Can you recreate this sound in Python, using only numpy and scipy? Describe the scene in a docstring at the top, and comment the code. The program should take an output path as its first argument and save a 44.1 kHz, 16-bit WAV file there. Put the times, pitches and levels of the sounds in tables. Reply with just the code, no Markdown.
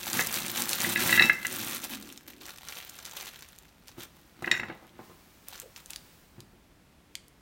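"""Frozen fruit tumbles from a thin plastic bag into a big, half-filled glass jar on a kitchen table.
Each knock is a short clack over a weaker glass ring; filtered noise bursts make the soft bumps and rolling.
The bag crackles as random creases buckle, and sounds hollow in the neck as it is pulled out and laid aside.
A gloved hand levels the fruit with one more sharp knock, then picks up a plastic bottle that ticks in its grip.
The microphone hears it all with a short kitchen tail over a quiet background."""
import sys
import numpy as np
from scipy import signal
from scipy.fft import rfft, irfft
from scipy.io import wavfile
from scipy.ndimage import uniform_filter1d

SR = 44100
rng = np.random.default_rng(int(sys.argv[2]) if len(sys.argv) > 2 else 0)


def digitize_waveform(pressure):
    """Quantize a signal to 16-bit integers and store it at the path in sys.argv[1].

    Rows of a 2-D input are taken as channels; values are limited to [-1, 1].
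    """
    field = np.atleast_2d(pressure).T
    bounded = np.clip(field, -1, 1)
    quanta = np.round(bounded * 32767).astype(np.int16)
    wavfile.write(sys.argv[1], SR, quanta)


N = 326775
TIME, FREQS = np.arange(N) / SR, np.fft.rfftfreq(N, 1 / SR)

# colour of the quiet kitchen: pitch_hz [Hz], level_db [dB, relative]
QUIET_COLOUR = [(15, -36.5), (25, -13.5), (53, -2.5), (117, -10), (157, -5.5), (200, -8), (263, -10.5),
                (285, -9), (451, -17), (560, -17.5), (2280, -23.5), (7000, -32), (16000, -36)]
# decay of the kitchen's reflections: pitch_hz [Hz], t60_s [s]
KITCHEN_DECAY = [(150, 0.2), (1000, 0.63), (4000, .38), (9000, 0.35), (16000, 0.073)]
# sleeves and gloves brushing smoothly: start_s [s], level_db [dB]
SLEEVE_LEVEL = [(3.9, -63.5), (4.95, -68.5), (5.04, -57.5), (5.2, -60), (5.4, -60.5), (6.1, -57),
                (6.7, -79)]
# colour of the brushing cloth: pitch_hz [Hz], level_db [dB, relative]
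SLEEVE_COLOUR = [(300, 2), (1500, 0.5), (5000, -1.5), (10000, -5.5), (13000, -4.5), (16000, 0.5)]
# the bottle sliding off the table: start_s [s], level_db [dB, relative]
BOTTLE_SLIDE = [(5.6, -92), (5.635, -56), (5.665, -61), (5.71, -71)]
# the bag rubbing through the neck stirs the air in the jar:
# start_s [s], pitch_hz [Hz], level_db [dB, before scaling by effort]
NECK_HOLLOW = [(1.4, 264, -24), (1.75, 255, -29.5), (1.99, 240, -18), (2.25, 285, -25.5), (2.45, 315, -23)]
# each squeeze or tug of bag and gloves: start_s [s], hold_s [s], level_db [dB, relative]
GRIPS = [(.08, .05, -39.5), (.14, .07, -32.5), (.33, 0.047, -35), (.55, 0.067, -37), (.695, 0.062, -38),
         (.8, .13, -36), (.995, 0.17, -31.5), (1.225, .035, -36), (1.431, .04, -45.5), (1.51, .255, -39.5),
         (1.827, .025, -42), (1.92, 0.028, -42), (2.283, .018, -53.5), (2.415, .1, -51.5),
         (2.675, .1, -49.5), (3.055, .025, -51), (3.17, 0.054, -46.5), (3.25, 0.038, -49.5),
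         (3.88, .012, -56.5), (3.985, 0.058, -51.5), (4.425, .17, -59), (5.475, .15, -56),
         (5.762, 0.037, -56), (5.905, .04, -57)]
# film sliding between grips: start_s [s], level_db [dB, relative]
FILM_SLIDING = [(0, -43.5), (.15, -40), (1.22, -39), (1.35, -48.5), (1.7, -47), (2.12, -57), (2.22, -67),
                (2.6, -59.5), (2.8, -53.5), (3.25, -53.5), (3.55, -61.5), (3.75, -73.5), (4.9, -75.5)]
# colour of the plastic film: pitch_hz [Hz], level_db [dB, relative]
FILM_COLOUR = [(280, -20), (380, -5), (850, -7), (1300, -3), (1850, -4), (4200, -3), (4900, -6), (6100, -6),
               (9300, -8), (10400, -10), (12000, -5.5), (16000, -4.5)]
# how taut the film is, higher being brighter: start_s [s], body_cut_db [dB, negative adds body]
FILM_TAUTNESS = [(0, 0), (1.1, -1.5), (1.6, 1), (2.1, -5), (4, -5.5), (4.6, -9.5), (5.2, -13), (5.55, -5.5)]
# loudest buckles of plastic, film or bottle wall: start_s [s], level_db [dB, relative], brightness_hz [Hz]
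SNAPS = [(0.1316, -12, 5700), (0.2712, -14, 7200), (0.342, -13, 7200), (0.3546, -18, 10700),
         (0.4026, -19.5, 8300), (0.482, -17, 8300), (0.502, -17, 6800), (0.6212, -9.5, 6650),
         (0.693, -9.5, 7500), (0.732, -10, 4340), (0.8042, -15, 7200), (0.8195, -14, 6000),
         (1.0042, -13, 7500), (1.4683, -12, 7900), (2.176, -29.5, 4800), (2.686, -25, 5100),
         (2.8966, -24, 9000), (3.0531, -22.5, 6100), (3.2587, -28, 6320), (3.3447, -42, 3260),
         (3.4881, -35, 6650), (3.587, -28.5, 8000), (3.8827, -31, 4540), (4.021, -33.5, 4500),
         (5.485, -19.5, 11400), (5.6, -20.5, 8700), (5.7624, -29.5, 3700), (5.86, -31, 6400),
         (5.9058, -20, 8200), (5.9342, -26.5, 3900), (5.9609, -20, 5230), (6.405, -30.5, 6300),
         (7.1538, -18, 4500), (7.2823, -38.5, 9540)]
# colour of rolling fruit: pitch_hz [Hz], level_db [dB, relative]
TUMBLE_COLOUR = [(40, -31.5), (70, -14), (105, -4.5), (160, -3), (220, -2), (330, -7), (450, -15.5),
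                 (900, -17.5), (1500, -14.5), (4000, -24), (16000, -78.5)]
# soft bumps of fruit, hand and bottle: start_s [s], level_db [dB, relative], weight_hz [Hz]
THUDS = [(0.194, -22.5, 630), (0.871, -27, 417), (1.036, -29, 360), (1.207, -19, 806), (3.982, -36, 302),
         (4.423, -29, 537), (4.474, -28, 520), (4.525, -28, 400), (4.597, -32.5, 800), (4.633, -29, 745),
         (4.699, -28, 416), (4.826, -42, 400), (4.843, -41.5, 500), (4.992, -32, 645), (5.097, -36.5, 400),
         (6.382, -39, 228), (6.533, -48.5, 190)]
# colour of a soft bump: pitch_hz [Hz], level_db [dB, relative]
THUD_COLOUR = [(50, -27), (100, -2.5), (220, -4.5), (350, -6), (500, -5), (900, 0.5), (1400, 4),
               (3000, -22.5), (10000, -52.5)]
# resonances of the table under the jar: pitch_hz [Hz], width_hz [Hz], level_db [dB]
TABLE_MODES = [(104, 24, -1.5), (181, 24, -2), (344.2, 30, 5.5)]
# modes of the loaded jar: pitch_hz [Hz], level_db [dB, relative], t60_s [s, undamped]
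GLASS_MODES = [(1349, -11.5, 0.17), (1560, -11, 0.12), (1695, 1, 0.15), (1840, -9, .1), (1974, 5.5, 0.13),
               (2033, 0, 0.21), (2130, -16.5, 0.37), (2436, -18, 0.069), (2540, -16, 0.24),
               (2782, -1.5, 0.16), (2650, 4.5, 0.24), (3780, -12, .14), (3863, 5, 0.12), (3830, -8.5, 0.14),
               (4350, -5.5, 0.076), (5380, -13, 0.13), (5480, -8, 0.31), (6730, -15, .24),
               (7200, -7.5, .32), (11500, -23.5, .12)]
# fruit striking the glass: start_s [s], peak_db [dB, dry], contact_hz [Hz, highest pitch excited],
# ring_db [dB, relative], rattle_s [s, how long it rattles on]
KNOCKS = [(0.192, -12, 2140, -3, .03), (0.845, -17, 2080, -7, 0), (0.959, -11.5, 3380, 2.5, .015),
          (1.093, -16.5, 2100, 2, 0), (1.126, -8.5, 3600, 3.5, .045), (1.175, -11, 2400, 12.5, 0),
          (1.1951, -1.5, 3600, -1.5, 0), (1.2225, -5, 6000, 2.5, .015), (1.296, -4, 2013, -15, 0),
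          (1.449, -18.5, 2190, -6, 0), (4.443, -21, 1906, -1, 0), (4.4755, -19, 1900, -6, 0),
          (4.514, -6, 11000, -4.5, .07), (4.597, -20, 2000, -9, 0), (4.632, -26, 1890, -13, 0),
          (4.7, -32, 1600, -11, .03)]

QUIET_DB, EDGE_HZ = -60, 16100
# the bag is drawn out of the neck; the hollow follows the effort in dB per dB
PULL_START_S, PULL_HOLD_S, PULL_EDGE_S, HOLLOW_FOLLOW = 1.5, 0.92, .06, 0.56
# a grip builds quickly, then the film relaxes
GRIP_RISE_S, GRIP_RELEASE_S = 0.0086, .017
# fruit rolls while the bag that holds it is shaken; the level is relative to the handling
BAG_EMPTY_S, EMPTYING_S, SHAKEN_DB = 1.7, 0.18, -11.5
# it also stirs around every bump: STIR_DB at a bump of STIR_BUMP_DB, spread in time, dB per dB of bump
STIR_BUMP_DB, STIR_DB, STIR_S, STIR_FOLLOW = -25, -44.5, 0.041, 1.3
# most of the fruit drops at once
POUR_START_S, POUR_HOLD_S, POUR_RISE_S, POUR_SETTLE_S, POUR_DB = 1.092, .12, 0.29, 0.13, -41.5
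HAND_IN_S, HAND_OUT_S = 4.15, 4.95  # the hand is in the jar between these times
# a rattling fruit comes back in softer contacts, all of one medium hardness
REBOUND_GAP_S, REBOUND_LOSS_DB, REBOUND_FADE_DB_PER_S, REBOUND_HZ = .0125, 10, 141.5, 2200


def amp(db):
    """Decibels to gain."""
    return 10 ** (np.asarray(db) / 20)


def unit(x):
    """Scales to rms 1."""
    return x / np.sqrt(np.mean(x ** 2) + 1e-20)


def read(points, hz):
    """Reads a spectrum on a log-frequency axis."""
    f, value = np.transpose(points)
    return np.interp(np.log(hz + 1), np.log(f + 1), value)


def follow(rows, axis=1):
    """One column of a curve at every sample."""
    rows = np.array(rows)
    return np.interp(TIME, rows[:, 0], rows[:, axis])


def loudness(rows):
    """Gain along a level curve, silent outside it, with softened ends."""
    inside = (TIME >= rows[0][0]) & (TIME <= rows[-1][0])
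    return amp(follow(rows)) * abs(uniform_filter1d(inside * 1., size=400))


def swell(start, hold, rise_s, release_s):
    """Attack, hold and release of one movement."""
    before = np.maximum(start - TIME, 0)
    after = np.maximum(TIME - start - hold, 0)
    return np.exp(-before / rise_s - after / release_s)


def add(mix, s, sound):
    """Mixes a sound in at time s."""
    part = mix[max(round(s * SR), 0):][:len(sound)]
    part += sound[:len(part)]


def colour(x, points):
    """Filters by a spectrum."""
    return irfft(rfft(x) * amp(read(points, FREQS)), N)


def click(gain_db, size=2048):
    """The shortest causal (minimum-phase) pulse with the spectrum gain_db(Hz)."""
    hz = abs(np.fft.fftfreq(size, 1 / SR)) + 1
    log_gain = np.log(amp(np.maximum(gain_db(hz), -100)))
    spectrum = np.exp(np.conj(signal.hilbert(log_gain)))
    return np.fft.ifft(spectrum).real[:size // 2]


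def blow(noise, after_db, after_s):
    """One impulse followed by a dying rattle."""
    t = np.arange(len(noise)) / SR
    rattle = noise * np.exp(-t / after_s) * (t > 0)
    return (t == 0) + amp(after_db) * rattle / np.linalg.norm(rattle)


def resonate(x, hz, width_hz):
    """A resonance of gain 1 that can follow a pitch curve."""
    turn = np.exp(2j * np.pi * np.cumsum(hz * np.ones(N)) / SR)
    r = np.exp(-np.pi * width_hz / SR)
    # shift the pitch to zero, smooth, and shift back
    return 2 * (turn * signal.lfilter([1 - r], [1, -r], x / turn)).real


def rubbing(gain, hz, width_hz):
    """Friction noise passed twice through one hollow resonance."""
    once = resonate(rng.standard_normal(N), hz, width_hz)
    return gain * unit(resonate(once, hz, width_hz))


def sparks(per_s, spread_db):
    """Random impulses of either sign, most small and a few large; same power at any rate."""
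    size = amp(spread_db * np.minimum(rng.exponential(1, N), 3.6))
    sign = rng.choice([-1, 1], N)
    return size * sign * (rng.random(N) < per_s / SR) / np.sqrt(per_s)


def quiet_kitchen():
    """Steady coloured noise, the background of the place."""
    return amp(QUIET_DB) * unit(colour(rng.standard_normal(N), QUIET_COLOUR))


def kitchen(x, tail_db):
    """Adds sparse reflections from table, jars and small room, strongest early and fading by pitch."""
    t = np.arange(SR // 2) / SR
    taps = rng.choice([-1., 1.], len(t)) * (rng.random(len(t)) < 6000 / SR) * (t > .003)
    early = 1 + 2.0 * np.exp(-t / 0.013)
    hz, age, z = signal.stft(taps * early, SR, nperseg=256)
    decay = amp(-60 * age / read(KITCHEN_DECAY, hz)[:, None])
    tail = signal.istft(z * decay, SR, nperseg=256)[1]
    return x + amp(tail_db) * signal.fftconvolve(x, tail / np.linalg.norm(tail))[:N]


def sleeves():
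    """Cloth and gloves brush as smooth coloured noise."""
    return loudness(SLEEVE_LEVEL) * unit(colour(rng.standard_normal(N), SLEEVE_COLOUR))


def bottle_slide():
    """Friction of the bottle leaving the table sounds through one resonance."""
    return rubbing(amp(6.0) * loudness(BOTTLE_SLIDE), hz=494, width_hz=136)


def neck_hollow(motion):
    """The bag rubbing through the neck drives a hollow resonance of moving pitch."""
    pull = swell(PULL_START_S, PULL_HOLD_S, PULL_EDGE_S, PULL_EDGE_S)
    gain = amp(follow(NECK_HOLLOW, axis=2)) * motion ** HOLLOW_FOLLOW * pull
    return rubbing(gain, follow(NECK_HOLLOW), width_hz=117)


def handling():
    """How hard the film is worked: the separate grips over film sliding."""
    grips = sum((amp(db) * swell(s, hold, GRIP_RISE_S, GRIP_RELEASE_S)) ** 2 for s, hold, db in GRIPS)
    return np.sqrt(grips + loudness(FILM_SLIDING) ** 2)


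def bag(motion, creases_per_s=200, crowding=.65, spread_db=5.5, clump_db=0.44, facet_db=10,
        facet_octaves=0.45, flutter_db=-3, rub_db=-9, level_db=-1, count=16):
    """Facets of film buckle in clumps, each with its own colour, over the dull hiss of film sliding on film."""
    # slow handling leaves gaps between creases
    per_s = creases_per_s * (motion / motion.max()) ** crowding + 10
    crackle = np.zeros(N)
    for facet_hz in np.geomspace(700, 15000, count):
        facet = click(lambda f: facet_db * np.exp(-(np.log2(f / facet_hz) / facet_octaves) ** 2))
        flutter = blow(rng.standard_normal(250), after_db=flutter_db, after_s=0.0041)
        crease = np.convolve(facet, flutter)
        crackle += signal.oaconvolve(sparks(per_s, spread_db), crease)[:N]
    rub = colour(rng.standard_normal(N), [(1500, 2.5), (4000, -2), (12000, -1.5)])
    wander = uniform_filter1d(uniform_filter1d(rng.standard_normal(N), size=260), size=120)
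    clumps = np.clip(unit(wander), -2, 2)
    film = colour(unit(crackle * amp(clump_db * clumps)) + amp(rub_db) * rub, FILM_COLOUR)
    # level is set by the treble band
    treble = irfft(rfft(film) * ((FREQS > 6000) & (FREQS < 15000)), N)
    film /= np.std(treble)
    # taut film is bright; slack film flaps with more body
    body = colour(film, [(3000, -2.5), (6000, -4.5), (11000, -19.5)])
    return amp(level_db) * motion * (film + body * (amp(-follow(FILM_TAUTNESS)) - 1))


def snaps(below_db=6.0, above_db=8, flutter_db=-3, flutter_s=0.0013, level_db=1):
    """A crease flips over with one sharp pulse, and the sheet flutters for a moment."""
    out = np.zeros(N)
    for (s, db, hz), noise in zip(SNAPS, rng.standard_normal((len(SNAPS), 600))):
        # the spectrum falls away on both sides of the brightness
        pulse = click(lambda f: -np.where(f < hz, below_db, above_db) * abs(np.log2(f / hz)) ** 1.5)
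        flutter = blow(noise, flutter_db, flutter_s)
        add(out, s, amp(db + level_db) * np.convolve(flutter, pulse / abs(pulse).max()))
    return out


def tumble(motion, bumps_per_s=260, spread_db=3):
    """Many small bumps as the fruit rolls in the shaken bag and shifts in the heap."""
    bump = click(lambda f: read(TUMBLE_COLOUR, f))
    bumps = signal.oaconvolve(sparks(bumps_per_s, spread_db), bump)[:N]
    emptying = np.exp(-np.maximum(TIME - BAG_EMPTY_S, 0) / EMPTYING_S)
    shaken = amp(SHAKEN_DB) * motion * emptying
    stirred = np.zeros(N)
    for s, db, _ in THUDS:
        stir_db = STIR_DB + STIR_FOLLOW * (db - STIR_BUMP_DB)
        stirred += (amp(stir_db) * swell(s, 0, STIR_S, STIR_S)) ** 2
    pour = amp(POUR_DB) * swell(POUR_START_S, POUR_HOLD_S, POUR_RISE_S, POUR_SETTLE_S)
    return unit(bumps) * np.sqrt(shaken ** 2 + stirred + pour ** 2)


def thuds(settle_s=0.008, rattle_db=0, reach=1.1, level_db=-1):
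    """A dull push followed by the heap settling, which takes longer after a heavy, low one."""
    out = np.zeros(N)
    for (s, db, hz), noise in zip(THUDS, rng.standard_normal((len(THUDS), SR // 4))):
        push = click(lambda f: read(THUD_COLOUR, f) - 10 * np.log10(1 + (f / (reach * hz)) ** 4))
        settling = blow(noise, rattle_db, settle_s * 500 / hz)  # settle_s holds at 500 Hz
        add(out, s, amp(db + level_db) * signal.fftconvolve(settling, push / abs(push).max()))
    return out


def table(bumps):
    """The bumps set off the resonances of the table under the jar."""
    return sum(amp(db) * resonate(bumps, hz, width_hz) for hz, width_hz, db in TABLE_MODES)


def contacts(count=6):
    """Every knock and its uneven rebounds: start_s, peak_db, contact_hz, ring_db."""
    rows = []
    unevenness = rng.uniform(-.25, .25, (len(KNOCKS), count))
    for (s, db, hz, ring_db, rattle_s), uneven in zip(KNOCKS, unevenness):
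        rows.append((s, db, hz, ring_db))
        rebounds = min(int(rattle_s / REBOUND_GAP_S), count - 1)
        for k in range(1, rebounds + 1):
            late = (k + uneven[k]) * REBOUND_GAP_S
            late_db = db - REBOUND_LOSS_DB - REBOUND_FADE_DB_PER_S * late
            rows.append((s + late, late_db, REBOUND_HZ, ring_db))
    return rows


def jar(place_db=0.5, clack_db=3, clack_t60=.025, ring_db=-10, glove_damping=0.18, rise_cycles=4,
        tick_db=-6, tick_s=0.0023, chatter_db=5, chatter_s=0.0044):
    """Each fruit gives a short clack and a weaker lasting ring; soft contacts favour the low modes."""
    out, t = np.zeros(N), np.arange(SR // 2) / SR
    hz, mode_db, t60 = np.transpose(GLASS_MODES)[:, :, None]
    hits = contacts()
    places = rng.standard_normal((len(hits), 3, len(GLASS_MODES), 1))
    grits = rng.standard_normal((len(hits), len(t)))
    for (s, db, contact_hz, free_db), (place, shift, phase), grit in zip(hits, places, grits):
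        weight = amp(mode_db + place_db * place) / np.sqrt(1 + (hz / contact_hz) ** 8)
        # an arm in the neck damps the low bending modes
        held = HAND_IN_S < s < HAND_OUT_S
        life = t60 * np.where(held & (hz < 5000), glove_damping, 1)
        # fruit pressed on the wall detunes the modes and soaks up most of the blow at once
        clack_wave = np.sin(2 * np.pi * (hz + 70 * shift) * t + np.pi * phase)
        clack = amp(clack_db - 60 * t / clack_t60) * clack_wave
        ring_wave = np.sin(2 * np.pi * (hz + 6 * shift) * t + np.pi * phase)
        ring = amp(ring_db + free_db - 60 * t / life) * ring_wave
        onset = 1 - np.exp(-t * contact_hz / rise_cycles)
        knock = (weight * (clack + ring)).sum(0) * onset
        # the icy skin of the fruit adds a gritty crack
        skin = signal.butter(2, contact_hz, fs=SR)
        knock += amp(tick_db) * signal.lfilter(*skin, grit * np.exp(-t / tick_s))
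        # neighbours in the heap chatter against each other
        heap = signal.butter(2, [1300, 1400 + contact_hz / 2], "band", fs=SR)
        chatter = signal.lfilter(*heap, grit[::-1])
        knock += amp(chatter_db) * chatter * np.exp(-t / chatter_s) * (1 - np.exp(-t / tick_s))
        add(out, s, amp(db) * knock / abs(knock).max())
    return out


def scene():
    """All the handling, heard in the kitchen over its quiet background."""
    motion = handling()
    plastic = kitchen(bag(motion), tail_db=-11.5) + kitchen(snaps(), tail_db=-11.5)
    bumps = thuds() + tumble(motion)
    fruit = kitchen(jar(), tail_db=-10.5) + kitchen(bumps + table(bumps), tail_db=-4.5)
    friction = neck_hollow(motion) + bottle_slide() + sleeves()
    return (plastic + fruit + friction + quiet_kitchen())[None]


def record(dry):
    """The band limit of the recorder: a steep low-pass."""
    low_pass = signal.firwin(511, EDGE_HZ, window=("kaiser", 9), fs=SR)
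    return signal.oaconvolve(dry, low_pass[None], "same")


dry = scene()
out = record(dry)
digitize_waveform(out)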